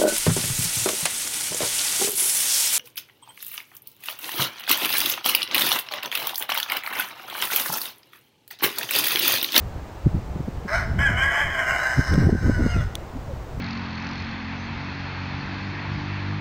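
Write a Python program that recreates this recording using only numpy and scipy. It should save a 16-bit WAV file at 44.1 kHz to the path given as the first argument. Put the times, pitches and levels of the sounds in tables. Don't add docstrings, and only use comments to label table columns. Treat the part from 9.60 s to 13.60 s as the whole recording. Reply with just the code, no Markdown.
import sys
import numpy as np
from scipy import signal
from scipy.fft import rfft, irfft
from scipy.io import wavfile
from scipy.ndimage import uniform_filter1d

SR = 44100
rng = np.random.default_rng(int(sys.argv[2]) if len(sys.argv) > 2 else 0)


def unload_audio(sound):
    columns = np.transpose(np.atleast_2d(sound))
    steps = np.round(np.clip(columns, -1, 1) * 32767)
    wavfile.write(sys.argv[1], SR, steps.astype(np.int16))


N = 176400
T = np.arange(N) / SR


def amp(db):
    return 10 ** (np.asarray(db) / 20)


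def unit(x):
    return x / np.sqrt(np.mean(x ** 2) + 1e-20)


def curve(points):
    return np.interp(T, *np.transpose(points))


def read(points, hz):
    point_hz, value = np.transpose(points)
    return np.interp(np.log(hz + 1), np.log(point_hz), value)


def add(mix, start_s, sound):
    part = mix[max(round(start_s * SR), 0):][:len(sound)]
    part += sound[:len(part)]


def noise(spectrum):
    gain = amp(read(spectrum, np.fft.rfftfreq(N, 1 / SR)))
    return unit(irfft(rfft(rng.standard_normal(N)) * gain, N))


def wander(rate_hz):
    slowing = 1 + (np.fft.rfftfreq(N, 1 / SR) / rate_hz) ** 4
    return unit(irfft(rfft(rng.standard_normal(N)) / slowing, N))


def steady(x, size):
    power = uniform_filter1d(uniform_filter1d(x ** 2, size), size)
    return x / np.sqrt(abs(power) + 1e-12)


def glides(rows, arch=0, rough=0):
    out = np.zeros(N)
    for start_s, length_s, hz, glide, db in rows:
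        u = np.linspace(-.5, .5, int(length_s * SR))
        pitch_hz = hz * (1 + glide * u - arch * u * u + rough * wander(292)[:len(u)])
        tone = np.sin(2 * np.pi * np.cumsum(pitch_hz) / SR)
        add(out, start_s, amp(db) * np.cos(np.pi * u) * tone)
    return out


# frequency in Hz, relative level in dB.
HISS_SPECTRUM = [(100, -3.5), (300, 0.5), (750, -1), (3000, -20), (7500, -27.5), (10500, -38),
                 (15500, -31.5)]


def open_air(level_db=-41):
    return amp(level_db) * noise(HISS_SPECTRUM)


# centre in seconds, time to fade to about a third in seconds, level in dB.
BUFFETS = [(0.563, 0.034, -21), (1.309, 0.047, -22.5), (1.395, 0.03, -22.5), (1.524, 0.085, -24.5),
           (2.393, 0.02, -17), (2.53, 0.038, -15), (2.652, 0.081, -14.5), (2.875, 0.057, -14.5),
           (3.014, 0.067, -15.5), (3.17, 0.017, -18)]
# frequency in Hz, relative level in dB.
GENTLE_WIND = [(15, -6.5), (75, 3.5), (150, -6.5), (400, -32.5), (3000, -70)]
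# frequency in Hz, relative level in dB.
STRONG_WIND = [(15, -32), (100, 2), (270, -4), (600, -22), (3000, -67)]
# time in seconds, level in dB.
RUMBLE_LEVEL = [(.9, -36), (1.3, -25.5), (1.8, -39.5), (3.2, -28.5), (3.55, -32)]


def wind(hard_db=-12):
    force_squared = sum(amp(db) ** 2 * np.exp(-2 * ((T - s) / half) ** 2) for s, half, db in BUFFETS)
    force = np.sqrt(force_squared)
    hard = np.clip(force / amp(hard_db), 0, 1) ** 2
    blend = np.sqrt(1 - hard) * noise(GENTLE_WIND) + np.sqrt(hard) * noise(STRONG_WIND)
    buffets = force * steady(blend, size=900)
    rumble_db = curve(RUMBLE_LEVEL) + 4.3 * wander(5.6)
    return buffets + amp(rumble_db) * steady(noise(GENTLE_WIND), size=3000)


# centre in seconds, peak level in dB, approximate frequency in Hz.
WIND_THUMPS = [(0.468, -7, 90.1), (.55, -16, 150.2), (.762, -20.5, 168), (0.805, -18, 164.6),
               (.885, -19, 150.5), (1.058, -23, 170), (2.392, -11, 125), (2.584, -5, 174.7),
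               (2.672, -8, 200), (2.694, -7.5, 329.2), (2.73, -5, 250), (2.754, -10, 261),
               (2.897, -7, 237.9), (3.065, -9.5, 229.3)]
THUMP_CYCLES, THUMP_SKEW = .7, .7


def thumps():
    out = np.zeros(N)
    uneven_s = np.cumsum(np.exp(.25 * wander(90))) / SR
    for centre_s, db, hz in WIND_THUMPS:
        swell = np.exp(1 - np.hypot((T - centre_s) * hz / THUMP_CYCLES, 1))
        phase = 2 * np.pi * (hz * uneven_s + rng.random())
        out += amp(db) * swell * np.sin(phase + THUMP_SKEW * swell * np.sin(phase))
    return out


# frequency in Hz before neck and wobble, width in Hz,
# then the level in dB in the opening note, in full cry and in the closing note.
RESONANCES = [(659.4, 80, -4.5, -0.5, 3), (1113, 320, -8, -7.5, -5), (1631, 220, 0, -2.5, 0),
              (2089, 278, -6.5, -2.5, -4), (3086, 184, -29.5, -9, -18.5), (4170, 600, -23, -45, -15),
              (5170, 365, -18, -27, -11.5), (6196, 470, -27, -31.5, -14), (7270, 610, -50, -30.5, -30.5),
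              (8145, 300, -32, -32, -19.5), (8980, 160, -34, -35, -27), (12000, 4600, -43.5, -42.5, -35)]
# time in seconds, stage as a plain number.
CRY_STAGE = [(1.28, 0.082), (1.37, 0.96), (1.95, 1.03), (2.45, 1.81)]
# time in seconds, factor on the frequency.
NECK_FACTOR = [(1.15, 0.96), (1.45, 0.98), (1.88, 0.992), (2.1, 0.944), (3.2, 0.92)]
NECK_TOP_HZ, WOBBLE = 3500, .016
SWELL_S, SWELL_LENGTH_S, SWELL_DB = 2.478, 0.1, 6.5


def throat(x):
    neck, stage, out = curve(NECK_FACTOR), curve(CRY_STAGE), 0
    swell_db = SWELL_DB * np.exp(-((T - SWELL_S) / SWELL_LENGTH_S) ** 2)
    for k, (hz, width_hz, *stages_db) in enumerate(RESONANCES):
        factor = (neck if hz < NECK_TOP_HZ else 1) + WOBBLE * wander(10)
        spin = np.exp(2j * np.pi * hz * np.cumsum(factor) / SR)
        r = np.exp(-np.pi * width_hz * 2 / SR)
        ring = signal.lfilter([(1 - r) ** 3], np.poly([r, r, r]), x / spin)
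        level_db = np.interp(stage, np.arange(len(stages_db)), stages_db)
        level_db = level_db + swell_db * (4700 < hz < 5800)
        out = out + amp(level_db) * (spin * ring * (-1) ** k).real
    return out


# time in seconds, pitch in Hz.
CROW_PITCH = [(1.08, 543.6), (1.135, 652), (1.165, 779), (1.22, 620), (1.38, 754.3), (1.415, 855.6),
              (1.45, 839.4), (1.505, 692.6), (1.65, 821.7), (1.8, 859.6), (1.9, 793.6), (2.15, 771.3),
              (2.79, 777), (3.14, 705), (3.22, 637)]
# time in seconds, level in dB.
HOARSE_LEVEL = [(1.06, -101), (1.08, -32), (1.13, -25), (1.19, -25), (1.225, -30.5), (1.26, -44),
                (1.372, -79), (1.39, -22.5), (1.455, -32), (1.495, -26.5), (1.54, -33), (1.6, -25.5),
                (1.82, -23), (1.89, -32), (1.98, -25), (2.24, -23.5), (2.52, -31), (2.76, -41),
                (2.9, -33.5), (3.16, -38.5), (3.28, -43)]
# time in seconds, level in dB.
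CLEAR_LEVEL = [(1.08, -52), (1.135, -32), (1.165, -20), (1.23, -72), (1.38, -55), (1.41, -23),
               (1.47, -16.5), (1.51, -51), (1.595, -27), (1.625, -20), (1.67, -34.5), (1.8, -35),
               (1.88, -54), (2.24, -36.5), (2.7, -60), (2.8, -32.5), (2.88, -43), (3.04, -39.5),
               (3.13, -28.5), (3.24, -53)]
# level in dB of one harmonic, from the fundamental up
CLEAR_HARMONICS = [-9, -0.5, -4.5, -1, -4.5]
JITTER, CLEAR_JITTER, SHIMMER, AIR = .07, .005, .4, .45
RASP_JITTER, RASP_SHIMMER, RASP_SHARE, RASP_HALVES = .028, .22, .55, .45
THIRDS_S, THIRDS_LENGTH_S, THIRDS_DEPTH = 1.425, 0.024, 0.89
FLUTTER_DB = 1.7


def rooster():
    hz = curve(CROW_PITCH)

    ragged = np.cumsum(hz * (1 + JITTER * wander(220))) / SR
    pulses = np.diff(np.floor(ragged), prepend=0) * np.exp(SHIMMER * wander(200))
    puffs = np.exp(-(ragged % 1) / 2.2) * rng.standard_normal(N)
    chaos = unit(unit(pulses - pulses.mean()) + AIR * unit(puffs))

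    beats = np.floor(np.cumsum(hz / 3 * (1 + RASP_JITTER * wander(45))) / SR)
    rasp = np.diff(beats, prepend=0) * np.exp(RASP_SHIMMER * wander(91))
    rasp = rasp * (1 - RASP_HALVES * (beats % 2))
    hoarse = np.sqrt(1 - RASP_SHARE) * chaos + np.sqrt(RASP_SHARE) * unit(rasp)

    drift = CLEAR_JITTER * np.maximum(curve(CRY_STAGE), 1) * wander(73.2)
    turns = np.cumsum(hz * (1 + drift)) / SR
    levels_db = CLEAR_HARMONICS + CLEAR_HARMONICS[-1:] * 10
    clear = sum(amp(db) * np.cos(2 * np.pi * k * turns) for k, db in enumerate(levels_db, 1))
    throb = THIRDS_DEPTH * np.exp(-((T - THIRDS_S) / THIRDS_LENGTH_S) ** 2)
    clear = clear * (1 + throb * np.cos(2 * np.pi * turns / 3))

    low_cut = signal.butter(4, 500, "high", fs=SR, output="sos")
    hoarse, clear = signal.sosfilt(low_cut, throat(np.array([hoarse, clear])))
    voice = steady(hoarse, size=900) * amp(curve(HOARSE_LEVEL))
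    voice = voice + steady(clear, size=900) * amp(curve(CLEAR_LEVEL))
    fade_out = np.clip((HOARSE_LEVEL[-1][0] - T) / 0.053, 0, 1)
    return voice * amp(FLUTTER_DB * wander(29)) * (T > HOARSE_LEVEL[0][0]) * fade_out


# delay in seconds, gain as a factor.
FIRST_REFLECTIONS = [(.0047, 0.11), (0.0102, 0.4), (.023, .2)]


def reflected(x):
    out = x.copy()
    for delay_s, gain in FIRST_REFLECTIONS:
        add(out, delay_s, gain * x)
    return out


# frequency in Hz, time to fade by 60 dB in seconds.
ECHO_FADE = [(4000, .85), (12000, 0.32)]


def yard_echo(x, wet_db=-12, rise_s=0.021):
    hz, t, cells = signal.stft(rng.standard_normal(SR), SR, nperseg=256)
    fade_db = -60 * t / read(ECHO_FADE, hz)[:, None]
    tail = signal.istft(cells * amp(fade_db), SR)[1]
    tail = tail * np.minimum(np.arange(len(tail)) / SR / rise_s, 1) ** 2
    return amp(wet_db) * signal.fftconvolve(x, tail / np.linalg.norm(tail))[:N]


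# start in seconds, length in seconds, pitch in Hz,
# glide as a share of the pitch, level in dB.
WHISTLE = (2.151, .165, 3975, .07, -46)


def small_bird():
    return glides([WHISTLE], arch=0.4)


# start in seconds, peak level in dB.
CLICK_TIMES = [(2.5395, -23.5), (3.3538, -12.5)]
# frequency in Hz, relative level in dB,
# time to fade by 60 dB in seconds.
CLICK_TONES = [(3513, 3, 0.0044), (5980, 1, 0.0027), (8900, -15, 0.0063)]


def clicks(rise_s=0.00047):
    out, t = np.zeros(N), np.arange(0, .02, 1 / SR)
    ring = sum(amp(db - 60 * t / t60) * np.sin(2 * np.pi * hz * t) for hz, db, t60 in CLICK_TONES)
    burst = 0.56 * np.exp(-t / 0.0012) * rng.standard_normal(len(t))
    snap = (ring + burst) * np.minimum(t / rise_s, 1)
    for start_s, db in CLICK_TIMES:
        add(out, start_s, amp(db) * snap / abs(snap).max())
    return out


# start in seconds, length in seconds, middle pitch in Hz,
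# glide as a share of the pitch, level in dB.
CROW_SQUEALS = [(3.085, .1, 2750, -.33, -41), (3.16, .07, 3470, -.1, -46)]


def squeals():
    return glides(CROW_SQUEALS, rough=0.032)


# start in seconds, length in seconds, middle pitch in Hz,
# glide as a share of the pitch, level in dB.
HEN_CLUCKS = [(3.547, 0.034, 258, 0.13, -29.5), (3.683, 0.057, 540, -0.24, -34.5)]


def hens():
    return glides(HEN_CLUCKS)


def scene():
    crow = reflected(rooster() + squeals())
    birds = hens() + small_bird()
    return (crow + yard_echo(crow) + wind() + thumps() + open_air() + clicks() + birds)[None]


CEILING, RECOVER_DB_PER_S = 0.47, 6
EDGE_HZ = 15800


def record(dry):
    over_db = np.maximum(20 * np.log10(abs(dry[0]) / CEILING + 1e-9), 0)
    fall_db = T * RECOVER_DB_PER_S
    duck_db = np.maximum.accumulate(over_db + fall_db) - fall_db
    duck_db = uniform_filter1d(duck_db, size=40)
    low_pass = signal.firwin(511, EDGE_HZ, window=("kaiser", 9), fs=SR)
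    return signal.oaconvolve(dry * amp(-duck_db), low_pass[None], "same")


dry = scene()
out = record(dry)
unload_audio(out)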